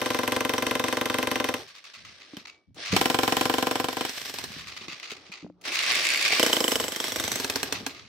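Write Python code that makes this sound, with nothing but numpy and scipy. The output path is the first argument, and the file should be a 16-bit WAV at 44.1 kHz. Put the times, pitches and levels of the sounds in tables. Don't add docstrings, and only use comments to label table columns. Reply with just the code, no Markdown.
import sys
import numpy as np
from scipy import signal
from scipy.fft import rfft, irfft, next_fast_len
from scipy.io import wavfile
from scipy.ndimage import map_coordinates

SR = 44100
rng = np.random.default_rng(int(sys.argv[2]) if len(sys.argv) > 2 else 0)


def attenuation_scalar(level_db):
    decades = np.asarray(level_db, float) / 20
    return 10 ** decades


def waveform_to_disk(signal):
    frames = np.transpose(np.atleast_2d(signal))
    scaled = np.clip(frames, -1, 1) * 32767
    samples = np.round(scaled).astype(np.int16)
    wavfile.write(sys.argv[1], SR, samples)


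N = 356328

# time in seconds, effort in dB, weight on the slab in dB.
MOTOR_RUNS = [
    [(0, -40, -39.5), (1.5, -41.5, -40.5), (1.6, -43.5, -43.5), (1.66, -50, -58), (1.702, -52.5, -76.5),
     (2.378, -55, -61), (2.56, -74, -65.5), (2.74, -88.5, -96)],
    [(2.765, -54, -54), (2.8, -39, -45), (2.87, -37, -74), (2.96, -36.5, -50), (3.11, -37.5, -43),
     (3.44, -37.5, -44.5), (3.88, -40, -47), (4.08, -39, -62), (4.35, -40, -56.5), (4.65, -47, -61),
     (5.19, -53, -56), (5.4, -66, -61), (5.52, -90.5, -74.5)],
    [(5.6, -82, -67), (5.68, -35, -38), (5.78, -67, -57), (5.95, -44, -48), (6.31, -36, -46),
     (6.6, -34, -37), (6.95, -38, -47), (7.44, -37.5, -41.5), (7.8, -45, -46), (8.08, -60, -64)],
]
STEADY_DB = -37.5
# time in seconds, knocks per second, level in dB.
LOOSE_CHISEL = [
    (5.62, 43, -120),
    (5.64, 65, -43),
    (5.73, 46, -34),
    (5.9, 54, -28),
    (6.25, 59, -27.5),
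    (6.36, 34, -26),
    (6.6, 83, -40.5),
    (6.7, 35, -120),
]
# frequency in Hz, density in dB per Hz.
HARD_EDGE = [(3530, -16), (6000, 1.5), (7970, -2), (10000, -6.5), (14200, -13.5), (16000, -5.5),
             (16500, -45)]


def unit(x):
    return x / np.sqrt(np.mean(x ** 2) + 1e-20)


def along(points, hz):
    f, v = np.transpose(points)
    return np.interp(np.log(hz + 1), np.log(f + 1), v)


def curves(rows):
    s, *cols = np.transpose(rows)
    return [np.interp(np.arange(N) / SR, s, c) for c in cols]


def wobble(rate):
    return map_coordinates(rng.standard_normal(int(N * rate / SR) + 4), [np.arange(N) * rate / SR])


def low_cut(hz, corner):
    return 1j * hz / (1j * hz + corner)


def filtered(x, response):
    m = next_fast_len(N + SR // 2)
    return irfft(rfft(x, m) * response(np.fft.rfftfreq(m, 1 / SR)), m)[..., :N]


def resonant(x, peaks):
    def response(f):
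        total = 0
        for k, (center, width, db) in enumerate(peaks):
            total = total + (-1) ** k * attenuation_scalar(db) * 1j * f * width / (center * center - f * f + 1j * f * width)
        return total
    return unit(filtered(x, response))


def rush(spectrum):
    # frequency in Hz, correlation from 0 to 1.
    likeness = [(40, 0.5), (100, 0.41), (300, 0.86), (700, 0.73), (1500, 0.46), (4000, 0.25),
                (12000, 0.049)]

    def mid_and_side(hz):
        turn = np.arccos(np.clip(along(likeness, hz), -1, 1)) / 2
        return attenuation_scalar(along(spectrum, hz)) * [np.cos(turn), np.sin(turn)]
    mid, side = filtered(rng.standard_normal((2, N)), mid_and_side)
    return unit(np.array([mid + side, mid - side]))


def struck(times, gains, shape):
    train = np.bincount(np.round(np.asarray(times) * SR).astype(int), gains, N)[:N]
    return signal.fftconvolve(train[None], np.atleast_2d(shape), axes=1)[:, :N]


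def place(out, s, sound):
    start = round(s * SR)
    out[..., start:start + sound.shape[-1]] += sound


def ring(modes, length, attack, scatter_db, spread, rough):
    t = np.arange(round(length * SR)) / SR
    hz, db, t60, pan = np.transpose(modes)[..., None]
    wander = np.cumsum(rng.standard_normal((len(modes), len(t))), axis=1) * rough * hz / SR
    decay_db = db + scatter_db * rng.standard_normal(hz.shape) - 60 * t / t60
    level = attenuation_scalar(decay_db) * (1 - np.exp(-t / attack))
    apart = spread * np.cos(np.arange(len(modes)) * np.e)[:, None]
    phase = 2 * np.pi * hz * t + wander
    return np.array([np.sum(level * attenuation_scalar(side * pan / 2) * np.sin(phase + side * apart), axis=0)
                     for side in (1, -1)])


def hammer():
    # time in seconds, crack peak in dB, slab thud in dB.
    effort_1 = [
        (0.0159, -16.5, -20),
        (0.2768, -13.5, -19.5),
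        (0.7099, -14, -19.5),
        (1.0994, -14, -19.5),
        (1.443, -13.5, -20.5),
        (1.4883, -14.5, -19.5),
        (1.5405, -15, -23),
    ]
    effort_2 = [
        (2.965, -5.5, -23),
        (3.0126, -8, -19),
        (3.0993, -9.5, -18),
        (3.4117, -9.5, -19.5),
        (3.5392, -11.5, -19.5),
        (3.842, -14, -23),
        (3.9277, -18.5, -24.5),
        (4.0088, -15.5, -24.5),
        (4.05, -15, -31),
    ]
    effort_3 = [
        (6.3957, -15, -20),
        (6.53, -12, -22.5),
        (6.604, -17, -21.5),
        (6.6798, -15.5, -22.5),
        (6.7561, -15, -24),
        (6.8401, -22, -28),
        (6.921, -21.5, -37),
        (7.002, -20, -32.5),
        (7.3569, -18, -36),
    ]
    row_blows = [
        [0, 6, 16, 25, 33, 34, 35],
        [0, 1, 3, 10, 13, 20, 22, 24, 25],
        [0, 4, 6, 8, 10, 12, 14, 16, 25],
    ]
    # time in seconds, crack change in dB, thud change in
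    # dB.
    uneven_blows = [(.234, -3.5, -2), (.884, -1, -1), (3.928, -1.5, -10), (6.429, 5, 2.5), (6.496, -14, -1.5),
                    (6.718, -1, 2.5), (7.081, -4, -2), (7.239, -1, 1), (6.462, 0.5, -3.5), (6.568, -4, 0),
                    (6.878, 0.5, 0), (7.119, -1.5, 0), (7.16, -1, 3), (7.198, 0.5, 4.5), (7.318, 0.5, -1),
                    (3.058, 1, 0), (.32, 0.5, 1)]
    # time in seconds, crack peak in dB, slab thud in dB.
    off_slab = [(2.368, -32, -41), (4.0933, -21, -46), (4.135, -32, -55), (4.1752, -25.5, -63),
                (4.215, -25.5, -59), (4.256, -24, -46), (4.2963, -23.5, -40), (4.34, -21.5, -49),
                (4.3855, -18.5, -45), (4.4395, -20, -44), (7.399, -17, -29), (7.4449, -14.5, -28),
                (7.4983, -12, -32), (7.5574, -11, -30), (7.63, -11.5, -30), (7.7243, -11, -33),
                (7.864, -14.5, -29.5)]
    jitter_s, crack_scatter_db, thud_scatter_db = .0004, 0.14, -0.74
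    bursts = []
    for numbers, effort in zip(row_blows, (effort_1, effort_2, effort_3)):
        every_blow = np.arange(numbers[-1] + 1)
        rows = np.transpose([np.interp(every_blow, numbers, c) for c in np.transpose(effort)])
        rows = rows + rng.standard_normal(rows.shape) * [jitter_s, crack_scatter_db, thud_scatter_db]
        for s, crack_db, thud_db in uneven_blows:
            rows = rows + (np.abs(rows[:, :1] - s) < .015) * [0, crack_db, thud_db]
        bursts.append(rows)
    return [np.transpose([s, crack, thud - crack]) for s, crack, thud in map(np.transpose, bursts + [off_slab])]


def chisel(burst, steel, crack, edge, ring_db, edge_db, repeat_db):
    # time in seconds, rise in Hz.
    working_free = [
        (6.85, 0),
        (7.1, 330),
        (7.38, 950),
    ]
    ringing = np.zeros((2, N + SR))
    for s, db, _ in burst:
        modes = np.array(steel)
        rise_hz = np.interp(s, *np.transpose(working_free), right=0)
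        shank = np.abs(modes[:, 0] - 4200) < 1400
        modes[shank] = modes[shank] + [rise_hz, 0, 0, 0]
        modes[1, 1] -= 10 * rise_hz / 1000
        blow = ring(modes, length=1 / 14, attack=0.00023, scatter_db=2.5, spread=0.49, rough=0.94)
        place(ringing, s, attenuation_scalar(db + ring_db) * blow)
    t = np.arange(SR // 10) / SR
    sharp = attenuation_scalar(-60 * t / 0.022) + 0.61 * attenuation_scalar(-60 * t / 0.0027)
    bounce = 0.29 * (t > .006) * attenuation_scalar(-60 * t / 0.037)
    crumble = 0.23 * attenuation_scalar(-60 * t / 0.094)
    shape = (sharp + bounce + crumble) * (1 - np.exp(-t / 0.00044))
    s, db, _ = np.transpose(burst)
    same_grain = crack[:, round(s[0] * SR):][:, :len(t)]
    same = struck(s, attenuation_scalar(db + repeat_db), shape * same_grain)
    fresh = struck(s, attenuation_scalar(db - 11.5), shape) * (attenuation_scalar(-1) * crack + attenuation_scalar(edge_db) * edge)
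    return ringing[:, :N] + same + fresh


def steel_and_splinters(first, second, third, lifted):
    # frequency in Hz, level in dB, t60 in seconds, left-right balance in dB.
    held_1 = [(2650, -9, 0.03, 11), (3850, -21.5, 0.07, -10), (5770, -16, 0.041, -24),
              (5730, -18.5, 0.034, 2.5), (8420, -12, 0.03, 0), (9020, -9.5, 0.015, -0.5),
              (11580, -7.5, 0.025, -6.5), (14300, -13.5, .03, -1.5)]
    held_2 = [(1944, -13, 0.029, -22), (3050, 0, 0.011, -8), (4920, -26, 0.06, -19.5),
              (5430, -27, 0.15, -26.5), (8000, -15.5, 0.054, -3), (10750, -10.5, 0.014, 4),
              (12100, -16.5, 0.065, -7), (15100, -23.5, .05, -15.5)]
    held_3 = [(2050, -6, 0.019, -13), (3045, 9, 0.017, -4), (5225, -2, 0.037, -5), (7800, -9, 0.062, -3),
              (9600, -22, 0.045, -4), (11800, -12, 0.05, -4), (12800, -13.5, 0.045, -10)]
    held_lifted = [(2570, 4, 0.031, -7), (4190, 10, 0.022, -6), (5140, 5.5, 0.041, -1.5),
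                   (5760, 4.5, 0.017, -17), (8430, -3.5, 0.044, -5), (12400, -5, 0.081, -7)]
    # frequency in Hz, density in dB per Hz.
    splinters = [(530, -8.5), (900, -7.5), (1500, -12.5), (2250, -13.5), (3060, -11), (3480, -12.5),
                 (8000, -33), (10400, -36.5), (17600, -120)]
    grit = rush(splinters), rush(HARD_EDGE)
    steel = chisel(first, held_1, *grit, ring_db=-10.5, edge_db=-9.0, repeat_db=-12)
    steel = steel + chisel(second, held_2, *grit, ring_db=-8.5, edge_db=-7.5, repeat_db=-9.0)
    steel = steel + chisel(third, held_3, *grit, ring_db=-5.5, edge_db=2.0, repeat_db=-9)
    return steel + chisel(lifted, held_lifted, *grit, ring_db=-19.5, edge_db=-3.5, repeat_db=-13.5)


def seated(blows, modes, rebound, db):
    first = ring(modes, length=1 / 10, attack=.00024, scatter_db=0, spread=.4, rough=0)
    delay, *gains = rebound
    again = np.pad(first, ((0, 0), (round(delay * SR), 0)))[:, :first.shape[1]] * np.c_[gains]
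    return struck(blows[:, 0], attenuation_scalar(blows[:, 1] + db), -first - again)


def sockets(first, second):
    # frequency in Hz, level in dB, t60 in seconds, left-right balance in dB.
    socket_1 = [(1958, -4, .006, 12), (2016, -6, .078, -4.5), (2063, -2, .08, -7), (2395, 7.5, .006, -.5),
                (2549, -6, .063, -2), (3061, -6, .079, -9), (3566, -5.5, .043, -11.5)]
    socket_2 = [(1976, -5, .06, 0), (2447, -12, .013, -6.5), (2588, -12, .067, -5),
                (2887, -13.5, .025, -5.5), (3054, 9, .012, -4), (3242, -12, .06, -.5),
                (4054, -8, .08, -5.5)]
    # delay in seconds, left gain, right gain.
    shank_echoes = [
        (.00197, -.41, -.64),
        (.00147, -.68, -.8),
    ]
    return seated(first, socket_1, shank_echoes[0], db=-11.5) + seated(second, socket_2, shank_echoes[1], db=-14.0)


def striker(blows):
    t = np.arange(SR // 100) / SR
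    strength = attenuation_scalar(blows[:, 1] - 30 + 2.1 * rng.standard_normal(len(blows)))
    brush_past = struck(blows[:, 0] - .0065, strength, np.sin(np.pi * t * 100) ** 2)
    return brush_past * rush([(2500, -48.0), (3500, 9), (4000, -9.5), (4500, -10.5), (6000, -38.5)])


def singing():
    # time in seconds, level in dB.
    let_go = [
        (6.604, -50),
        (6.6794, -34),
        (6.718, -38),
        (6.7566, -40),
        (6.798, -42),
        (6.8403, -51),
        (7.04, -54),
        (7.12, -46),
        (7.2, -48),
    ]
    # frequency in Hz, level in dB, t60 in seconds, left-right balance in dB.
    free_modes = [(7950, -1, 0.4, -4), (8850, 3, .15, 0), (12000, -4, .15, 0), (12600, -9, .15, 0)]
    s, db = np.transpose(let_go)
    return struck(s, attenuation_scalar(db), ring(free_modes, length=1 / 5, attack=.002, scatter_db=-1, spread=.5, rough=.1))


def slab(blows):
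    # frequency in Hz, level in dB, t60 in seconds, left-right balance in dB.
    outward = [(114, -11, .076, -4), (165, -17, .07, -2), (332, -8.5, .073, 4.5), (448, -8.5, .11, 3),
               (595, -13, .11, 7.5), (780, -11.5, .1, 4), (944, -5, .035, 6.5), (1557, -12, .087, -4)]
    backward = [(254, -3.5, .085, 1.5), (507, -8, .145, 0), (652, -3.5, .029, 2.5), (1033, -4, .067, 6),
                (1177, -8, .048, 2), (1378, -16, .098, 5.5), (1712, -13, .064, 4.5)]
    out, back = (ring(modes, length=1 / 6, attack=.0007, scatter_db=0, spread=.35, rough=0)
                 for modes in (outward, backward))
    return struck(blows[:, 0] + 0.00031, attenuation_scalar(blows[:, 1] + blows[:, 2]), back - out)


def broken(blows, modes):
    out = np.zeros((2, N + SR))
    for s, db, over_db in blows:
        thud = ring(modes, length=1 / 6, attack=.001, scatter_db=2, spread=.3, rough=.1)
        place(out, s + .001, attenuation_scalar(db + over_db + 4) * thud)
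    return filtered(out[:, :N], lambda hz: low_cut(hz, 140) ** 3)


def shock(blows, db):
    push = ring([(900, db, .005, 2)], length=1 / 50, attack=.0002, scatter_db=0, spread=.2, rough=0)
    return struck(blows[:, 0] + .0024, attenuation_scalar(blows[:, 1] + blows[:, 2]), push)


def concrete(first, second, third, lifted):
    # frequency in Hz, level in dB, t60 in seconds, left-right balance in dB.
    cracked_edge = [(276, -2.5, 0.057, -3), (332, -2.5, 0.051, -1), (463, -2, 0.058, 0),
                    (503, -4, 0.062, 0), (626, -4, .045, 5.5), (790, -7.5, 0.028, 10),
                    (1026, -4.5, 0.036, 11.5)]
    loose_piece = [(273, -2.5, 0.12, 1), (425, -0.5, 0.038, -3), (770, -22, 0.035, 2), (996, -6, 0.033, 5),
                   (1644, -4, 0.034, 0)]
    shock_levels = [-3, 5, 4, 3]
    thud = slab(np.concatenate([first, second])) + broken(third, cracked_edge) + broken(lifted, loose_piece)
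    return thud + sum(shock(burst, db) for burst, db in zip((first, second, third, lifted), shock_levels))


def motor():
    # frequency in Hz, density in dB per Hz.
    casing_roar = [(350, -13), (600, -3), (933, -11), (1170, 0), (1270, -9), (1590, 2), (2680, 0.5),
                   (3320, 2), (4120, 1.5), (5110, -1), (5660, 0.5), (7010, -18), (9000, -15),
                   (11700, -37.5), (19800, -120)]
    ground_rumble = [(100, -60.5), (190, -25), (260, -3.5), (370, -0.5), (496, -6.5), (858, -8),
                     (1010, -15), (1200, -9), (1560, -21.5), (2640, -120)]
    brush_hiss = [(3530, -22), (6000, -8), (6870, -6), (8100, -4), (9890, -15.5), (12800, -6),
                  (15700, -15.5), (16200, -42), (16500, -39.5)]
    # frequency in Hz, width in Hz, level in dB.
    gearbox = [(5920, 290, 1), (8560, 150, -3.5), (8690, 210, -0.5)]
    t = np.arange(N) / SR
    effort_db, weight_db = curves(np.concatenate(MOTOR_RUNS))
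    grind_db = 2.0 * wobble(30) + 2.15 * wobble(300)

    shaken = attenuation_scalar(curves(LOOSE_CHISEL)[1] - 1)
    roar = np.hypot(attenuation_scalar(effort_db), shaken) * attenuation_scalar(grind_db) * rush(casing_roar)
    rumble = attenuation_scalar(weight_db - 0.5 + 1.4 * wobble(25)) * rush(ground_rumble)

    spin_up_s = 0.14
    at_speed_db = np.minimum(effort_db, np.interp(t - spin_up_s, t, effort_db))
    hiss_db = -42.5 + 2.38 * (at_speed_db - STEADY_DB)
    hiss = attenuation_scalar(hiss_db + 0.65 * grind_db) * rush(brush_hiss)

    turned_s = 1.63
    gears_db = effort_db - 10 + grind_db - 300 * np.maximum(t - turned_s, 0)
    gears = attenuation_scalar(gears_db) * resonant(rush([(500, 0.014), (9000, 0.0081)]), gearbox)

    whine_from_s, whine_to_s = 7.05, 7.4
    left = whine_to_s - t
    whine_db = -42 - 11 * left - 400 * np.maximum(-left, 0) - 150 * np.maximum(whine_from_s - t, 0)
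    whine_hz = np.maximum(6280 - 1900 * left, 0) + 130 * wobble(280)
    phase = 2 * np.pi * np.cumsum(whine_hz) / SR
    whine = attenuation_scalar(whine_db + 2.5 * wobble(60)) * (np.sin(phase) + attenuation_scalar(-11) * np.sin(2 * phase))
    return roar + gears + rumble + hiss + whine


def coasting():
    # time in seconds, peak in dB.
    run_downs = [
        [(1.6806, -30.5), (1.7523, -31.5), (1.841, -31.5), (1.9343, -28), (2.0493, -31), (2.2023, -33)],
        [(4.519, -24.5), (4.5845, -24.5), (4.6717, -24.5), (4.7658, -23.5), (4.8823, -25.5), (5.029, -21.5),
         (5.318, -24)],
    ]
    rows = []
    for s, db in map(np.transpose, run_downs):
        gap = np.diff(s, append=N / SR)
        bright_db = -16.5 - 24 * (s - s[0])
        t60 = np.minimum(1.7 * gap, .26)
        rows += zip(s, db, bright_db, t60)
    return rows


def strokes():
    # time in seconds, peak in dB, brightness in dB, t60 in seconds.
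    turns_and_knocks = [(2.329, -34, -24, 0.044), (2.368, -31, -35, 0.15), (2.4525, -27.5, -34, 0.029),
                        (2.471, -31, -25, 0.19), (2.7452, -48, -4.5, 0.33), (2.854, -18, -22, 0.3),
                        (2.919, -14, -20, 0.27), (4.6335, -39, -29, 0.073), (4.7148, -29, -34, 0.11),
                        (4.8317, -29.5, -35, 0.072), (4.8999, -30.5, -34, 0.23), (4.999, -28, -39, 0.024),
                        (5.099, -23, -19, 0.057), (5.165, -35.5, -23, 0.16), (5.2541, -33, -33, 0.15),
                        (5.117, -25.5, -18, 0.093), (5.613, -41, -7, 0.15), (5.652, -18, -20, 0.16),
                        (5.7234, -13.5, -16, 0.93), (6.322, -19, -17, 0.053), (7.7454, -20, -29, 0.16),
                        (7.872, -26.5, -22, 0.21), (7.948, -33, -29, 0.41)]
    # frequency in Hz, width in Hz, level in dB.
    piston_tube = [(1220, 230, 4), (2025, 190, 8), (2560, 450, 7.5), (3900, 630, 4.5), (4580, 520, 5.5),
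                   (6460, 1330, -5)]
    t = np.arange(SR // 2) / SR
    jolt = 1 + 0.82 * attenuation_scalar(-60 * t / 0.0052)
    grind, bright = np.zeros((2, N + SR))
    for s, db, bright_db, t60 in turns_and_knocks + coasting():
        fade = attenuation_scalar(db - 60 * (t / max(t60, .005)) ** 1.66) * jolt
        place(grind, s, fade)
        place(bright, s, fade * attenuation_scalar(bright_db - 60 * t / 0.37))
    grit = attenuation_scalar(3.2 * wobble(250))
    tube = resonant(rush([(500, 0.0045), (9000, 0.0075)]), piston_tube)
    return grit * (attenuation_scalar(-17.5) * grind[:N] * tube + attenuation_scalar(-9.0) * bright[:N] * rush(HARD_EDGE))


def ticks(rows, t60, ring_db, click_db):
    out, t = np.zeros((2, N + SR)), np.arange(SR // 20) / SR
    for s, db, hz in rows:
        tick = ring([(hz, db + ring_db, t60, 0)], length=1 / 20, attack=.0006, scatter_db=1.5, spread=.3, rough=.8)
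        click = attenuation_scalar(db + click_db - 60 * t / .006) * rng.standard_normal(len(t))
        place(out, s, tick + click)
    return filtered(out[:, :N], lambda hz: low_cut(hz, 900) ** 2 / (1 + 1j * hz / 7000) ** 2)


def chatter():
    # time in seconds, peak in dB, ring in Hz.
    knock_rows = [(5.6806, -17.5, 2170), (5.719, -19, 2610), (5.7459, -14, 2190), (5.7896, -16, 2800),
                  (5.828, -16, 2140), (5.8923, -27, 2100), (5.9178, -18.5, 2160), (5.9507, -17, 2260),
                  (5.9696, -22, 2630), (5.9894, -21, 2210), (6.0056, -25, 2250), (6.027, -22, 2140),
                  (6.0466, -21, 2380), (6.0674, -16, 2130), (6.088, -21, 2570), (6.1034, -20.5, 2190),
                  (6.124, -25, 2400), (6.1354, -17, 2230), (6.1577, -16, 2310), (6.1745, -15, 2300),
                  (6.2086, -19, 2140), (6.2261, -16, 2350), (6.25, -14, 2270), (6.261, -23, 2340),
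                  (6.2794, -22, 2850), (6.3216, -15, 2290), (6.3483, -27, 2220), (6.3812, -19, 2370),
                  (6.3963, -11, 2840)]
    # frequency in Hz, width in Hz, level in dB.
    holder_peaks = [(1564, 110, -18), (2140, 380, 1), (2730, 620, -4), (3810, 260, -1.5), (5200, 500, -14),
                    (6880, 1500, -14)]
    slid_home = [1, 1.06, 1, 1.18, 1, 1]
    rate, db = curves(LOOSE_CHISEL)
    turn = np.cumsum(rate * (1 + 0.14 * wobble(40))) / SR % 1
    t = np.arange(SR // 20) / SR
    s, peak_db, _ = np.transpose(knock_rows)
    stirred = 0.82 * struck(s, attenuation_scalar(peak_db - peak_db.mean()), attenuation_scalar(-60 * t / 0.038))[0]
    each_turn = attenuation_scalar(2 * wobble(66)) * np.exp(-turn / 0.3) * (1 - np.exp(-turn / 0.06))
    clump = 0.41 + stirred + 0.22 * each_turn
    grit = clump * attenuation_scalar(3.9 * wobble(500)) * rush([(500, 0.0066), (9000, 0.01)])
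    low = resonant(grit, holder_peaks)
    high = resonant(grit, [(hz * rise, w, peak) for (hz, w, peak), rise in zip(holder_peaks, slid_home)])
    share = np.clip((np.arange(N) / SR - s[0]) / (s[-1] - s[0]), 0, 1) * np.pi / 2
    rattle = attenuation_scalar(db - 4.5) * (np.cos(share) * low + np.sin(share) * high)
    knocks = ticks(knock_rows, t60=.03, ring_db=-4.5, click_db=-5)
    return (rattle + knocks) * attenuation_scalar([[-1.2], [1.2]])


def stones():
    # time in seconds, peak in dB, ring in Hz.
    nudges = [(4.8094, -32, 3680), (4.8319, -39, 2400), (4.901, -26, 2650), (4.9244, -25, 2650),
              (5.03, -33, 2620), (5.1003, -29, 4030), (5.1188, -33, 2340), (5.1662, -37, 2340),
              (5.3228, -24, 2400), (5.345, -33, 2630), (5.3844, -42, 2010)]
    return ticks(nudges, t60=0.014, ring_db=-1, click_db=-11)


def thumps():
    # time in seconds, peak in dB, frequency in Hz, t60 in seconds.
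    dull_knocks = [(2.335, -39, 297, 0.068), (2.372, -35, 210, 0.043), (2.473, -53, 2280, 0.4),
                   (2.686, -69, 300, .05), (2.707, -70, 350, 0.033), (2.786, -54, 258, 0.046),
                   (2.929, -21, 113, 0.18), (2.933, -21, 271, 0.13), (2.943, -25, 389, 0.053),
                   (2.368, -30.5, 3080, 0.028), (2.748, -53, 150, .05), (2.414, -51, 240, 0.062),
                   (2.765, -50, 456, .15), (2.8, -51.5, 400, .1), (4.503, -41, 210, 0.068),
                   (4.565, -38, 162, 0.085), (4.814, -39, 226, 0.06), (5.296, -45.5, 190, 0.053),
                   (4.883, -37, 196, 0.065), (4.928, -39, 166, 0.05), (5.121, -40, 250, 0.051),
                   (5.428, -45.5, 179, 0.55), (5.446, -35.5, 236, 0.052), (5.465, -36.5, 377, 0.027),
                   (5.5, -40, 307, 0.037), (6.306, -29, 406, 0.036), (6.329, -20.5, 460, 0.032),
                   (7.807, -34, 256, 0.063), (7.829, -38, 220, 0.04)]
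    # time in seconds, peak in dB, t60 in seconds.
    footsteps = [
        (1.95, -59, .5),
        (2.67, -48, 0.34),
        (2.9, -38, 0.59),
        (4.2, -51.5, 12),
        (4.55, -53, .9),
        (7.001, -55, 7.8),
    ]
    # frequency in Hz, density in dB per Hz.
    ground_shake = [(30, -44), (60, -0.5), (110, -3), (170, -9), (260, -14.5), (600, -77)]
    out = np.zeros((2, N + SR))
    for s, db, hz, t60 in dull_knocks:
        pair = [(hz, db, t60, 0), (1.656 * hz, db + 0.5 - 0.004 * hz, 0.53 * t60, 0)]
        place(out, s, ring(pair, length=1 / 3, attack=0.00015, scatter_db=4.5, spread=0.24, rough=0.5))
    t = np.arange(N) / SR
    feet = 0
    for s, db, t60 in footsteps:
        since = np.maximum(t - s, 0)
        feet = feet + attenuation_scalar(db - 60 * since / t60) * (1 - np.exp(-since / 0.013))
    held_up = (t > 4.97) & (t < 6.25)
    weight_db = curves(np.concatenate(MOTOR_RUNS))[1]
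    shake = attenuation_scalar(-48 + 0.71 * (weight_db - STEADY_DB)) + feet
    return out[:, :N] + shake * attenuation_scalar(-13 * held_up + 4.1 * wobble(9.4)) * rush(ground_shake)


def yard(x):
    # frequency in Hz, t60 in seconds.
    tail_t60 = [(100, 0.12), (1000, 0.31), (5000, 0.27), (15000, 0.32)]
    hz, t, z = signal.stft(rng.standard_normal((2, SR // 4)), SR, nperseg=256)
    tail = signal.istft(z * attenuation_scalar(-60 * t / along(tail_t60, hz)[:, None]), SR, nperseg=256)[1]
    late = np.pad(x, ((0, 0), (300, 0)))
    return signal.fftconvolve(late, tail / np.linalg.norm(tail[0]), axes=1)[:, :N]


def open_air():
    return attenuation_scalar(-81.0) * rush([(25, -33), (80, -10), (200, 2.0), (500, -8.5), (2000, -35.0), (6000, -54.5),
                              (16000, -61.5)])


def scene():
    first, second, third, lifted = hammer()
    hits = steel_and_splinters(first, second, third, lifted) + sockets(first, second)
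    hits = hits + striker(np.concatenate([first, second, third, lifted]))
    thud = concrete(first, second, third, lifted)
    tail = attenuation_scalar(-12.5) * yard(hits + attenuation_scalar(-1.5) * thud)
    machine = motor() + strokes() + chatter()
    return hits + thud + singing() + machine + stones() + thumps() + tail + open_air()


def roll_off(x):
    return signal.sosfilt(signal.butter(12, 16810, fs=SR, output="sos"), x)


def record(dry):
    top = 0.53
    rounded = dry / (1 + np.abs(dry / top) ** 4) ** (1 / 4)
    heard = filtered(rounded, lambda hz: low_cut(hz, 70) ** 3 / (1 + (hz / 15850) ** 110))
    return roll_off(heard)


dry = scene()
out = record(dry)
waveform_to_disk(out)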